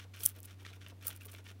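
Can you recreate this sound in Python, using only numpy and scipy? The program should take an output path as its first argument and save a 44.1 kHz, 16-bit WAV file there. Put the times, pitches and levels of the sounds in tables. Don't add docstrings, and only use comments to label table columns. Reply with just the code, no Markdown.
import sys
import numpy as np
from scipy import signal
from scipy.fft import rfft, irfft
from scipy.io import wavfile

SR = 44100
rng = np.random.default_rng(int(sys.argv[2]) if len(sys.argv) > 2 else 0)


def store_wav(level_fs):
    pcm = np.round(np.clip(np.atleast_2d(level_fs), -1, 1) * 32767)
    wavfile.write(sys.argv[1], SR, pcm.T.astype(np.int16))


N = 70560


def amp(db):
    return 10 ** (np.asarray(db) / 20)


def unit_rms(x):
    return x / np.sqrt(np.mean(x ** 2) + 1e-20)


def curve_at(points, hz):
    freq_hz, value = np.transpose(points)
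    return np.interp(np.log(hz + 1), np.log(freq_hz + 1), value)


def add(mix, start_s, sound):
    at = round(start_s * SR)
    sound = sound[max(-at, 0):]
    part = mix[max(at, 0):][:len(sound)]
    part += sound[:len(part)]


def ring(colour, pitch_hz=1000, width_hz=1000, lift_db=0, size=1024):
    hz = np.fft.rfftfreq(size, 1 / SR)
    resonance_db = lift_db / (1 + (2 * (hz - pitch_hz) / width_hz) ** 2)
    log_gain = np.log(amp(curve_at(colour, hz) + resonance_db))
    mirrored = np.r_[log_gain, log_gain[-2:0:-1]]
    spectrum = np.exp(np.conj(signal.hilbert(mirrored)))
    response = np.fft.ifft(spectrum).real[:size // 2]
    return response / np.linalg.norm(response)


def crackle(envelope, response, pops_per_s, uneven_db):
    pop_rng = np.random.default_rng(rng.integers(1 << 30))
    chance, polarity, size = pop_rng.random((len(envelope), 3)).T
    size_db = uneven_db * np.minimum(-np.log(size), 3)
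    pops = np.where(chance < pops_per_s / SR, 1, .02) * np.sign(polarity - .5) * amp(size_db)
    sound = signal.fftconvolve(pops * envelope, response)
    return sound * np.linalg.norm(envelope) / np.linalg.norm(sound)


def burst(mix, centre_s, sigma_s, level_db, response, pops_per_s, uneven_db):
    t = np.arange(-4 * sigma_s, 4 * sigma_s, 1 / SR)
    envelope = amp(level_db) * np.exp(-.5 * (t / sigma_s) ** 2)
    add(mix, centre_s + t[0], crackle(envelope, response, pops_per_s, uneven_db))


# freq_hz, gain_db
AIR_COLOUR = [(20, -29), (40, -13), (60, 4.5), (115, -1.5), (180, 1), (290, 3), (420, -4.5), (800, -12),
              (1500, -16.5), (2600, -16), (4500, -21), (8000, -25.5), (16000, -27.5)]
# pitch_hz, rms_db
HUM_PARTIALS = [(95.0, -53.5), (284, -72.5)]
def background(air_rms_db=-64.5):
    t = np.arange(N) / SR
    air_gain = amp(curve_at(AIR_COLOUR, np.fft.rfftfreq(N, 1 / SR)))
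    air = irfft(rfft(rng.standard_normal(N)) * air_gain, N)
    hum = sum(np.sqrt(2) * amp(rms_db) * np.sin(2 * np.pi * (pitch_hz * t + rng.random()))
              for pitch_hz, rms_db in HUM_PARTIALS)
    return amp(air_rms_db) * unit_rms(air) + hum


# freq_hz, gain_db
CHEEK_COLOUR = [(200, -22.5), (500, -9.5), (850, -15), (1400, 0), (2000, -2.5), (2600, 0), (3600, -2),
                (4500, -10.5), (5600, -6.5), (7500, -15), (11000, -17.5), (16000, -25.5)]
# freq_hz, gain_db
FIZZ_COLOUR = [(500, -30.5), (2000, -25), (4500, -6), (7000, -7), (10000, 0.5), (12500, -4.5),
               (14500, -0.5), (16000, -3.5)]
# start_s, length_s, grind_db, wet_db
JAW_STROKES = [(-.015, 0.07, -56, -73), (0.134, 0.067, -55.5, -72), (0.194, 0.07, -56, -60),
               (0.265, 0.062, -58.5, -61), (.338, 0.066, -62.5, -65.5), (.428, 0.051, -64.5, -61.5),
               (0.473, 0.078, -58.5, -71), (0.584, 0.069, -63, -71), (0.649, 0.08, -58.5, -81),
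               (0.724, 0.062, -62.5, -71), (0.804, 0.062, -60.5, -79), (.868, 0.054, -58.5, -70),
               (1.008, 0.046, -56.5, -72.5), (1.039, 0.11, -57, -65), (1.141, 0.044, -61.5, -72),
               (1.199, 0.078, -59.5, -64), (1.276, 0.043, -60, -66), (1.318, 0.067, -61.5, -64.5),
               (1.376, 0.043, -60.5, -69.5), (1.442, 0.059, -60, -75), (1.472, 0.06, -59, -69.5)]
def chewing(attack_s=.0089, release_s=.018, sag_db=-3, lump_db=2.4, lump_s=.009):
    out = np.zeros(N)
    for start_s, length_s, grind_db, wet_db in JAW_STROKES:
        t = np.arange(0, length_s, 1 / SR)
        lumps_db = lump_db * np.interp(t / lump_s, np.arange(40), rng.standard_normal(40))
        fade = np.clip(np.minimum(t / attack_s, (length_s - t) / release_s), 0, 1)
        envelope = fade * amp(sag_db * t / length_s + lumps_db)
        grind = crackle(envelope * amp(grind_db), ring(CHEEK_COLOUR), pops_per_s=3500, uneven_db=5.5)
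        wet = crackle(envelope * amp(wet_db), ring(FIZZ_COLOUR), pops_per_s=900, uneven_db=7.5)
        add(out, start_s, grind + wet)
    return out


# freq_hz, gain_db
MOLAR_COLOUR = [(200, -0.5), (800, -11), (1400, -0.5), (2200, -4), (3400, -1), (4500, -8.5), (5800, -12.5),
                (8000, -18.5), (16000, -29)]
# centre_s, sigma_s, level_db, pitch_hz, lift_db
MOLAR_CRUNCHES = [(.003, 0.0023, -51, 2290, 8), (0.2058, 0.0016, -47, 5550, 21),
                  (0.2354, 0.0013, -43.5, 3230, 14), (0.2633, 0.0014, -45.5, 3460, 14),
                  (0.651, 0.0017, -46, 1960, 11), (0.6647, 0.0014, -44.5, 1530, 2),
                  (0.706, 0.0056, -62.5, 3940, 32), (0.7338, 0.0041, -57.5, 2540, 11),
                  (.816, 0.0005, -48.5, 2200, 6), (0.8648, 0.0012, -45, 2690, 17.5),
                  (1.0246, 0.00063, -51.5, 2540, 13), (1.0714, 0.0019, -50.5, 1380, 14),
                  (1.0821, 0.0031, -51, 1400, 18), (1.1052, 0.00073, -43.5, 3200, 3),
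                  (1.1124, .0006, -45, 3400, 5), (1.21, 0.003, -61.5, 2700, 31),
                  (1.2196, 0.0011, -48, 2650, 24.5), (1.2859, .0025, -56.5, 1500, 3),
                  (1.3502, 0.0016, -48, 2250, 9), (1.4671, 0.0013, -48, 2310, 9)]
def crunches():
    out = np.zeros(N)
    for centre_s, sigma_s, level_db, pitch_hz, lift_db in MOLAR_CRUNCHES:
        pop = ring(MOLAR_COLOUR, pitch_hz, width_hz=520, lift_db=lift_db)
        burst(out, centre_s, sigma_s, level_db, pop, pops_per_s=3400, uneven_db=7)
    return out


# freq_hz, gain_db
BUMP_COLOUR = [(120, -14.5), (300, -1.5), (520, 0), (900, -5), (1400, -10.5), (2500, -28.5), (8000, -41)]
# centre_s, sigma_s, level_db, pitch_hz
MUZZLE_BUMPS = [(.053, 0.0067, -61.5, 496), (.213, .009, -61.5, 308), (.378, .012, -64, 520),
                (.622, 0.0045, -60.5, 380), (0.713, 0.0077, -63, 270), (.772, 0.0042, -62.5, 450),
                (0.869, 0.0046, -62, 600), (0.925, 0.0047, -58.5, 667), (1.059, 0.0044, -57, 510),
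                (1.093, 0.0036, -57.5, 840), (1.263, 0.0052, -58.5, 389), (1.341, .004, -58, 660),
                (1.396, 0.0058, -61.5, 273), (1.512, .005, -58, 415)]
def bumps():
    out = np.zeros(N)
    for centre_s, sigma_s, level_db, pitch_hz in MUZZLE_BUMPS:
        thud = ring(BUMP_COLOUR, pitch_hz, width_hz=64, lift_db=8.5)
        burst(out, centre_s, sigma_s, level_db, thud, pops_per_s=2500, uneven_db=1.5)
    return out


# centre_s, sigma_s, level_db
FLESH_TEARS = [(0.164, 0.017, -81), (0.214, 0.014, -50), (.251, .013, -47), (0.294, 0.0064, -49.5),
               (0.436, 0.006, -62), (1.053, .005, -51), (1.077, 0.0095, -44), (1.102, 0.0085, -52),
               (1.158, .008, -60.5), (1.245, 0.047, -78), (1.32, 0.0039, -51.5), (1.339, 0.0025, -55)]
def tears():
    out = np.zeros(N)
    for centre_s, sigma_s, level_db in FLESH_TEARS:
        burst(out, centre_s, sigma_s, level_db, ring(FIZZ_COLOUR), pops_per_s=7000, uneven_db=4)
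    return out


# freq_hz, gain_db
CRISP_COLOUR = [(300, -43.5), (850, -40.5), (1350, -23), (2150, -45), (3150, -15), (4150, -28.5),
                (4700, -13.5), (5200, -13), (6300, -9.5), (6850, -12), (7500, -7.5), (9400, -4),
                (11500, -6), (12800, -4.5), (14300, -3), (15100, 1), (16000, -6.5)]
# start_s, peak_db, pitch_hz
WET_TICKS = [(0.164, -42, 12100), (.239, -18.5, 12100), (0.2722, -37, 13200), (0.3642, -40, 14500),
             (.4038, -33.5, 12700), (.4312, -34, 7400), (.631, -53, 10000), (0.8853, -39.5, 11000),
             (1.0272, -42.5, 13000), (1.1313, -39.5, 12000), (1.1633, -32.5, 10700), (1.175, -41, 11400),
             (1.2334, -41, 11500), (1.249, -41, 14700), (1.255, -32.5, 10600), (1.26, -32, 13450),
             (1.269, -37.5, 11500), (1.443, -49.5, 9000), (1.594, -55, 13400)]
def ticks(spray_sigma_s=.00097, spray_db=-26.5):
    out = np.zeros(N)
    for start_s, peak_db, pitch_hz in WET_TICKS:
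        pop = ring(CRISP_COLOUR, pitch_hz, width_hz=2800, lift_db=10)
        add(out, start_s, amp(peak_db) * pop / abs(pop).max())
        burst(out, start_s, spray_sigma_s, peak_db + spray_db, pop, pops_per_s=2500, uneven_db=4)
    return out


# centre_s, sigma_s, level_db, pitch_hz
BITE_CRACKS = [(.2064, 0.00055, -58, 13000), (0.2344, 0.00094, -38, 11400), (0.2352, 0.00098, -33, 11000),
               (0.2454, 0.00089, -35, 13500), (0.255, 0.0013, -26, 11100), (0.2567, 0.00015, -23.5, 10600),
               (0.2591, .0008, -30, 9600), (0.2599, 0.00038, -18.5, 9500), (0.2619, 0.00072, -13.5, 11660),
               (0.2629, 0.00055, -35.5, 9300), (0.2735, 0.00055, -35.5, 14000), (0.2856, .001, -43, 14000),
               (0.291, .001, -43, 11730), (.4465, .0012, -58, 12000), (0.4563, .0022, -47, 10400),
               (1.0705, 0.0015, -28.5, 15800), (1.0814, 0.00096, -28.5, 14700), (1.0864, .0006, -47, 14400),
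               (1.0913, 0.00065, -38.5, 14600)]
def cracks():
    out = np.zeros(N)
    for centre_s, sigma_s, level_db, pitch_hz in BITE_CRACKS:
        cell = ring(CRISP_COLOUR, pitch_hz, width_hz=2400, lift_db=9)
        burst(out, centre_s, sigma_s, level_db, cell, pops_per_s=14000, uneven_db=2.2)
    return out


# freq_hz, t60_s
ROOM_DECAY = [(200, 0.9), (2000, 0.083), (8000, 0.099), (16000, 0.15)]
def room(x, size=256):
    hz, t, noise = signal.stft(rng.standard_normal(SR // 2), SR, nperseg=size)
    decay = amp(-60 * t / curve_at(ROOM_DECAY, hz)[:, None])
    _, tail = signal.istft(noise * decay, SR, nperseg=size)
    return signal.fftconvolve(x, tail / np.linalg.norm(tail))[:N]


def scene(bright_send_db=-20.5, dull_send_db=-11):
    bright = cracks() + tears() + ticks()
    dull = chewing() + crunches() + bumps()
    reverb = room(amp(bright_send_db) * bright + amp(dull_send_db) * dull)
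    return (bright + dull + reverb + background())[None]


def record(dry, cutoff_hz=15950):
    lowpass = signal.firwin(401, cutoff_hz, window=("kaiser", 8), fs=SR)
    return signal.oaconvolve(dry, lowpass[None], "same")


dry = scene()
out = record(dry)
store_wav(out)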